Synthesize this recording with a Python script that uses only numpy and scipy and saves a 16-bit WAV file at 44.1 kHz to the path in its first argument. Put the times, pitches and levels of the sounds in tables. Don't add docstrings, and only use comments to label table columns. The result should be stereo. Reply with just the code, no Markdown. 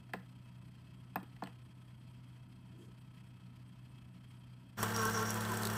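import sys
import numpy as np
from scipy import signal
from scipy.fft import rfft, irfft, next_fast_len
from scipy.io import wavfile

SR = 44100
rng = np.random.default_rng(int(sys.argv[2]) if len(sys.argv) > 2 else 0)


def bounce(signal):
    frames = np.transpose(np.atleast_2d(signal))
    limited = np.clip(frames, -1, 1)
    pcm = np.round(limited * 32767).astype(np.int16)
    wavfile.write(sys.argv[1], SR, pcm)


N = 254456
TIME, BINS = np.arange(N) / SR, np.fft.rfftfreq(N, 1 / SR)
BREW_START_S, GUSH_S = 4.768, 4.8288

# (shaft order, level [dB], left-right [dB])
PUMP_ORDERS = [(3, -40.5, -3.5), (5, -48.5, 3.5), (6, -42.5, .5), (8, -64, -7), (9, -60, -4),
               (10, -57.5, 13), (12, -61, -3), (13, -58.5, 16.5), (14, -59, 12), (16, -72, 5),
               (17, -61, -3), (18, -61, 4), (19, -57.5, 2), (20, -61, -6), (21, -57, 7), (24, -52, -2),
               (27, -54, 7), (30, -61, 10), (36, -57, -10), (38, -54.5, 17), (43, -51, 6), (47, -69, 8),
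               (49, -56, 6), (52, -56.5, -5)]
# (time [s], length [s], cavity gain [dB], needle gain [dB])
AIR_SPURTS = [(4.818, 0.0551, -4, 1), (4.954, .16, 1, 3.5), (5.139, .112, -0.5, 9),
              (5.269, 0.074, -13, 6.5)]
# (base frequency [Hz], width [Hz], base level [dB])
POD_CAVITIES = [(446, 82, -58), (889, 65, -51.5), (1078, 81, -48), (1360, 60, -45.5), (1554, 57, -43)]
# (base frequency [Hz], base level [dB], waver [share of pitch])
POD_WHISTLES = [(442.5, -44, 0.0091), (1092, -44.5, 0.00799)]
# (frequency [Hz], base density [dB per Hz])
RUSH_SPECTRUM = [(20, -105), (55, -75.5), (150, -82.5), (350, -79), (560, -80.5), (950, -78.5),
                 (1600, -75.5), (2050, -82), (2550, -81.5), (3300, -82.5), (4200, -88), (7200, -91.5),
                 (9000, -85.5), (11200, -93.5), (15500, -88.5)]
# (time [s], level [dB], bubble pitch [Hz], bubble gain [dB])
LARGE_SPITS = [(4.8288, -26, 1003, -2), (4.9625, -35, 5600, 8), (5.0528, -31, 8500, 0),
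               (5.3051, -32.5, 6450, 5), (5.342, -34, 7840, 6), (5.408, -43, 3860, 4), (5.45, -42, 3830, 9),
               (5.572, -32, 8000, -8), (5.6326, -33.5, 4230, -0.5), (5.6531, -33, 4220, 6),
               (5.671, -31, 4200, -2)]
# (time [s], length [s], middle pitch [Hz], level [dB])
SPOUT_BURBLES = [(5.335, .10, 1001, -47), (5.445, .11, 1027, -41.5), (5.60, .045, 1062, -45),
                 (5.74, .06, 1015, -42.5)]
# (time [s], blow level [dB], contact cut-off [Hz],
# cap pitch [Hz], cap level [dB], snap level [dB], left-right [dB])
BUTTON_CLICKS = [(0.092, -62.5, 2540, 1490, -51, -68, 3), (0.1353, -38, 3320, 1820, -27.5, -33, 2),
                 (0.1446, -59, 1400, 448, -33, -62, 5), (1.158, -34.5, 2080, 890, -21, -34.5, 2),
                 (1.230, -62, 700, 306, -41, -49, -2), (1.365, -70, 4000, 1950, -49, -53, 11),
                 (1.423, -37.5, 980, 910, -25, -60, 3), (1.437, -48, 1500, 4220, -35.5, -37, 5),
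                 (1.459, -58, 3500, 3050, -43, -58, 4), (1.472, -54, 3500, 1890, -47, -45.5, 6.5)]
# (frequency [Hz], gain [dB], t60 [s])
HOUSING_MODES = [(140.6, -3, 0.067), (186, -3, 0.18), (231.5, -10.5, 0.16), (286.6, -5.5, 0.11),
                 (376, -6.5, 0.048), (477, -6.5, 0.054), (679, -1, 0.063), (750, -1, 0.059),
                 (862, -1.5, 0.029), (1022, -4.5, 0.051), (1055, -7, 0.041), (1250, -3.5, 0.035),
                 (1398, -8, 0.046), (1677, 3, 0.022), (1775, -3.5, 0.033), (1877, -10, 0.051),
                 (2000, -13.5, 0.086), (2505, -6, 0.046), (2636, -6, 0.045), (3150, -17, 0.035),
                 (4320, -18, 0.03)]
# (frequency [Hz], gain [dB])
SNAP_SPECTRUM = [(1000, -2.5), (3100, 6), (4800, -9), (6800, -22), (8400, 2), (11000, -14), (13800, -5),
                 (16000, -17)]
# (frequency [Hz], gain [dB])
SPIT_FIZZ = [(800, 3), (3000, -12), (8000, 5), (15000, 1)]
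BRUSH_FIZZ = [(4000, -25), (6000, 1), (10000, 5), (14500, -8)]
CRACKLE_FIZZ = [(3000, -39), (6500, -53), (8200, 25), (14500, 8.5)]
# (shaft order, level [dB])
DRONE_ORDERS = [(2, -89), (3, -72.5), (4, -56.5), (6, -68), (8, -73.5), (10, -88)]
# (frequency [Hz], density [dB per Hz])
RASP_SPECTRUM = [(20, -112), (55, -85.5), (180, -82.5), (300, -92), (450, -106), (1100, -105), (2000, -106),
                 (3150, -105), (3600, -113), (5000, -114), (6200, -122), (7300, -124), (7900, -118),
                 (11000, -120), (15500, -126)]
# (frequency [Hz], level [dB], width [Hz])
CABINET_MODES = [(178, -69.5, 6.9), (656, -83, 17), (954, -80, 30), (1011, -83.5, 19), (1293, -80.5, 14.5),
                 (2600, -80.5, 14), (3150, -82.5, 14), (3242, -76.5, 26), (4200, -90.5, 8.1),
                 (4750, -93, 7.2)]
# (frequency [Hz], t60 [s])
KITCHEN_DECAY = [(150, 0.31), (500, 0.25), (2000, 0.29), (6000, 0.17), (15000, 0.32)]
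# (frequency [Hz], correlation [-1 to 1])
MIC_LIKENESS = [(60, 0.73), (300, 0.93), (650, 0.66), (1400, 0.5), (3000, -0.1), (7000, 0.57)]
# (frequency [Hz], left-right [dB])
MIC_BALANCE = [(100, 1), (200, -0.5), (380, 4.5), (700, 4), (1300, 3), (2400, -3.5), (4400, 6), (8000, 0)]


def pump(turns, wobble_turns=0.0034, flutter=0.15, buzz_db=-66):
    turns = turns + wobble_turns * drift(8.2)
    listed = {round(order): (db, side_db) for order, db, side_db in PUMP_ORDERS}
    out = np.zeros((2, N))
    for order in range(3, 54):
        db, side_db = listed.get(order, (buzz_db, 1))
        unsteady = 1 + flutter * min(order / 20, 1) * drift(7.2) if order in listed else 1
        phase = 2 * np.pi * rng.random() + np.array([[0], [1]]) * rng.normal() * order / 40
        out += gain_of(db) * panned(side_db) * unsteady * np.sin(2 * np.pi * order * turns + phase)
    return out


def valves(turns, db=-51, sharpness=2):
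    puffs = np.exp(sharpness * np.cos(2 * np.pi * turns))
    return gain_of(db) * evened(resonate(mic_noise(), hz=1400, width=650) * puffs)


def spurts(cavity_leak_db=-16.5, needle_leak_db=-6, needle_lead_s=0.018, shape=0.28):
    blow = sum(gain_of(db) * arch(s, length) ** shape for s, length, db, _ in AIR_SPURTS)
    needle = sum(gain_of(db) * arch(s - needle_lead_s, length) ** shape for s, length, _, db in AIR_SPURTS)
    dip = sum(arch(s, length, skew=1.325) for s, length, _, _ in AIR_SPURTS)
    pitch = 1.05 - 0.062 * dip
    return np.hypot(blow, gain_of(cavity_leak_db)), np.hypot(needle, gain_of(needle_leak_db)), pitch


def pod(turns, blow, needle, pitch, sizzle_db=-50, sputter_db=3.5, fizz_db=-61):
    air = mic_noise()
    chuff = 1 + 0.32 * np.cos(2 * np.pi * turns)
    hollow = sum(gain_of(db) * resonate(air, hz * pitch ** 0.33, width) for hz, width, db in POD_CAVITIES)
    whistles = sum(gain_of(db) * warble(hz * pitch, waver, rate_hz=47) * (1 + 0.15 * drift(50))
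                   for hz, db, waver in POD_WHISTLES)
    cavities = (hollow * chuff + whistles) * blow * panned(4)
    needle_tone = np.array([warble(hz=5625, waver=0.01197, rate_hz=298) for side in "LR"])
    sizzle = evened(needle_tone * gain_of(sputter_db * drift(100)))
    fizz = gain_of(fizz_db) * resonate(air, hz=13950, width=250)
    return cavities + gain_of(sizzle_db) * sizzle * needle + fizz


def needle_hiss(needle, db=-57):
    return gain_of(db) * resonate(mic_noise(), hz=6100, width=1900) * needle


def stream(bubbles_per_s=900, spray_db=-53, churn_db=1.4, clump_db=8.5, bands=28):
    spray, t = np.zeros((2, N)), TIME[:600]
    for hz in np.geomspace(2500, 15000, bands):
        strength = gain_of(1.5 * np.minimum(rng.exponential(1, N), 3))
        births = rng.random(N) < bubbles_per_s / bands / SR
        bubble = np.sin(2 * np.pi * hz * t) * np.exp(-t * hz / 4) * (hz / 8000) ** 0.9
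        spray += signal.oaconvolve(strength * births, bubble)[:N] * panned(rng.normal(0, 6.6))
    rush = wash(RUSH_SPECTRUM) * gain_of(churn_db * drift(80))
    clumps = gain_of(clump_db * np.tanh(drift(31)))
    spray = gain_of(spray_db) * evened(spray * clumps)
    return rippled(rush + spray, depth_db=2.4, span_s=0.0072)


def flow(blow, steady_db=-2, gush_db=4.5, gush_decay_s=0.011):
    gush = (TIME >= GUSH_S) * np.exp(-abs(TIME - GUSH_S) / gush_decay_s)
    return gain_of(steady_db) * (1 + 0.3 * blow) + gain_of(gush_db) * gush


def spits(small_per_s=20, decay_s=0.0029, room_db=-11):
    t, out = TIME[:SR // 25], np.zeros((2, N))
    small = [(s + rng.random() / small_per_s, rng.normal(-41.5, 3.5), rng.uniform(3900, 11600), -4)
             for s in np.arange(GUSH_S, TIME[-1], 1 / small_per_s)]
    attack = 1 - np.exp(-t / 0.0003)
    for s, db, hz, bubble_db in list(LARGE_SPITS) + small:
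        fizz = coloured(rng.standard_normal((2, len(t))), SPIT_FIZZ) * np.exp(-t / decay_s)
        add(out, s, gain_of(db) * (fizz + gain_of(bubble_db) * bubbles(t, hz)) * attack)
    return out + gain_of(room_db) * kitchen(out.mean(0))


def bubbles(t, hz, count=3, scatter=0.14, within_s=0.002, decay_cycles=5):
    pitch = hz * (1 + scatter * np.linspace(-1, 1, count)[:, None] * rng.uniform(0.48, 1, (count, 1)))
    age = np.maximum(t - within_s * rng.random((count, 1)), 0)
    chirps = np.sin(2 * np.pi * pitch * age * (1 + 5 * age))
    return (chirps * np.exp(-age * pitch / decay_cycles)).sum(0) / np.sqrt(count)


def burbles(fall_hz_per_s=996):
    hz, level = np.full(N, float(SPOUT_BURBLES[0][2])), np.zeros(N)
    for s, length, middle_hz, db in SPOUT_BURBLES:
        slide = middle_hz - fall_hz_per_s * (np.minimum(TIME - s, length) - length / 2)
        hz = np.where(TIME >= s, slide, hz)
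        level += gain_of(db) * arch(s, length)
    return cavity(hz, width=26) * level


def mug_gurgle(start_s=5.28, rise_s=0.24, start_hz=325, climb_hz_per_s=170, db=-50.5):
    age = np.maximum(TIME - start_s, 0)
    return gain_of(db) * np.minimum(age / rise_s, 1) * cavity(start_hz + climb_hz_per_s * age, width=38)


def cavity(hz, width):
    return evened(resonate(mic_noise(), hz, width) + 0.56 * warble(hz, waver=0.01516, rate_hz=44.3))


def buttons(cap_t60_at_1khz=0.015, snap_t60=0.012, clatter_t60=0.068, clatter_db=-9, room_db=-8):
    t, out = TIME[:SR // 4], np.zeros((2, N))
    fall = np.log(1000) * t
    for s, blow_db, contact_hz, cap_hz, cap_db, snap_db, side_db in BUTTON_CLICKS:
        modes = sum((-1) ** k * gain_of(db) / np.hypot(1, (hz / contact_hz) ** 2) * ring(t, hz, t60)
                    for k, (hz, db, t60) in enumerate(HOUSING_MODES))
        spectrum = [(100, -20), (600, 0), (contact_hz, -2), (3 * contact_hz, -26), (16000, -45)]
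        clatter = evened(coloured(rng.standard_normal((2, len(t))), spectrum))
        body = modes + gain_of(clatter_db) * clatter * np.exp(-fall / clatter_t60)
        cap_t60 = cap_t60_at_1khz / np.sqrt(cap_hz / 1000)
        cap = np.sin(2 * np.pi * cap_hz * t) * np.exp(-fall / cap_t60) * (1 - np.exp(-t / 0.00096))
        snap = coloured(rng.standard_normal((2, len(t))), SNAP_SPECTRUM)
        snap *= np.exp(-fall / snap_t60) + 0.091 * np.exp(-fall / 0.077)
        click = gain_of(blow_db) * body + gain_of(cap_db) * cap + gain_of(snap_db) * snap
        add(out, s, click * panned(side_db))
    return out + gain_of(room_db) * kitchen(out.mean(0))


def ring(t, hz, t60, delay_cycles=1.273, rise_cycles=0.83):
    age = np.maximum(t - delay_cycles / hz, 0)
    attack = 1 - np.exp(-age * hz / rise_cycles)
    return np.sin(2 * np.pi * hz * age) * np.exp(-np.log(1000) * age / t60) * attack


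def dome_ping(s=1.1578, hz=13800, db=-30, decay_s=0.0012):
    out, t = np.zeros((2, N)), TIME[:SR // 50]
    envelope = np.exp(-t / decay_s) * (1 - np.exp(-t / 0.00011))
    add(out, s, gain_of(db) * np.sin(2 * np.pi * hz * t) * envelope)
    return out


def brush(s=2.83, body_db=-60, body_s=0.09, fizz_db=-74, fizz_s=0.054):
    rub = mic_noise()
    body = resonate(rub, hz=320, width=130) * np.exp(-((TIME - s) / body_s) ** 2)
    fizz = evened(coloured(rub, BRUSH_FIZZ)) * np.exp(-((TIME - s) / fizz_s) ** 2)
    return gain_of(body_db) * body + gain_of(fizz_db) * fizz


def fridge(shaft_hz=30.89, waver=0.08, chatter_db=3, uneven_db=2):
    turns = shaft_hz * TIME + 0.016 * drift(1.6)
    drone = np.zeros(N)
    for order, db in DRONE_ORDERS:
        tone = np.sqrt(2) * np.sin(2 * np.pi * (round(order) * turns + rng.random()))
        drone += gain_of(db) * tone * (1 + waver * drift(7.5))
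    cabinet = sum(gain_of(db) / np.sqrt(np.pi * width / SR) / (1 + 2j * (BINS - hz) / width)
                  for hz, db, width in CABINET_MODES)
    rasp = wash(RASP_SPECTRUM) + irfft(rfft(mic_noise()) * cabinet, N)
    steady = lowpassed(rasp, 1300)
    beat = evened(gain_of(chatter_db * np.cos(2 * np.pi * (turns - 0.18)) + uneven_db * drift(33)))
    return drone + steady + beat * rippled(rasp - steady, depth_db=1.5, span_s=0.023)


def crackle(db=-83, uneven_db=5):
    fizz = coloured(mic_noise(), CRACKLE_FIZZ)
    return gain_of(db) * evened(fizz * gain_of(uneven_db * np.clip(drift(36), -2, 2)))


def kitchen(x):
    hz, t, spectra = signal.stft(rng.standard_normal((2, SR // 2)), SR, nperseg=256)
    decay = gain_of(-60 * t / value_at(KITCHEN_DECAY, hz)[:, None])
    tail = signal.istft(spectra * decay, SR, nperseg=256)[1]
    tail *= np.clip(TIME[:tail.shape[1]] / 0.003 - 0.5, 0, 1)
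    return signal.fftconvolve(x[None], tail / np.linalg.norm(tail[0]), axes=1)[:, :N]


def rippled(x, depth_db, span_s):
    echoes = rng.standard_normal((2, N)) * np.exp(-TIME / span_s)
    return irfft(rfft(x) * gain_of(depth_db * evened(rfft(echoes).real)), N)


def mic_noise():
    left, other = rfft(rng.standard_normal((2, N)))
    likeness = np.clip(value_at(MIC_LIKENESS, BINS), -1, 1)
    right = likeness * left + np.sqrt(1 - likeness ** 2) * other
    balance = gain_of(np.outer([0.5, -0.5], value_at(MIC_BALANCE, BINS)))
    return irfft(np.array([left, right]) * balance, N)


def wash(points):
    return coloured(mic_noise(), points) * np.sqrt(SR / 2)


def warble(hz, waver, rate_hz):
    return np.sqrt(2) * np.sin(2 * np.pi * np.cumsum(hz * (1 + waver * drift(rate_hz))) / SR)


def resonate(x, hz, width):
    carrier = np.exp(2j * np.pi * np.cumsum(hz * np.ones(N)) / SR)
    pole = np.exp(-np.pi * width / SR)
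    return evened((carrier * signal.lfilter([1], [1, -2 * pole, pole * pole], x / carrier)).real)


def arch(start, length, skew=1):
    return abs(np.sin(np.pi * np.clip((TIME - start) / length, 0, 1) ** skew))


def drift(hz):
    return evened(lowpassed(rng.standard_normal(N), hz))


def lowpassed(x, hz):
    return irfft(rfft(x) / (1 + (BINS / hz) ** 4), N)


def coloured(x, points):
    size = x.shape[-1]
    return irfft(rfft(x) * gain_of(value_at(points, np.fft.rfftfreq(size, 1 / SR))), size)


def value_at(points, hz):
    frequencies, values = np.transpose(points)
    return np.interp(np.log(hz + 1), np.log(frequencies + 1), values)


def add(mix, s, sound):
    part = mix[:, round(s * SR):][:, :sound.shape[-1]]
    part += sound[..., :part.shape[1]]


def panned(db):
    return gain_of(np.array([[db], [-db]]) / 2)


def evened(x):
    return x / np.sqrt(np.mean(x ** 2) + 1e-20)


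def gain_of(db):
    return 10 ** (np.asarray(db) / 20)


def scene(brew_rise_s=0.022, pump_hz=36.33, sag_hz_per_s=0.2, fridge_duck_db=-6):
    age = np.maximum(TIME - BREW_START_S, 0)
    brewing = np.minimum(age / brew_rise_s, 1)
    turns = np.cumsum(pump_hz - sag_hz_per_s * age) / SR
    blow, needle, pitch = spurts()
    room = fridge() * gain_of(fridge_duck_db * brewing) + brush() + crackle()
    clicks = buttons() + dome_ping()
    machine = pump(turns) + valves(turns) + pod(turns, blow, needle, pitch) + needle_hiss(needle)
    coffee = burbles() + mug_gurgle() + stream() * flow(blow) + spits()
    return room + clicks + brewing * (machine + coffee)


def record(dry):
    crossover_hz, delay_s, edge_hz = 7000, 0.000317, 15750
    size = next_fast_len(N + SR)
    hz = np.fft.rfftfreq(size, 1 / SR)
    left, right = rfft(dry, size)
    blend = np.clip((hz - crossover_hz) / 800, 0, 1) * np.pi / 2
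    late = -right * np.exp(-2j * np.pi * hz * delay_s)
    left = np.cos(blend) * left + np.sin(blend) * late
    channels = irfft(np.array([left, right]), size)[:, :N]
    band_limit = signal.firwin(701, edge_hz, window=("kaiser", 9), fs=SR)
    return signal.oaconvolve(channels, band_limit[None], "same")


dry = scene()
out = record(dry)
bounce(out)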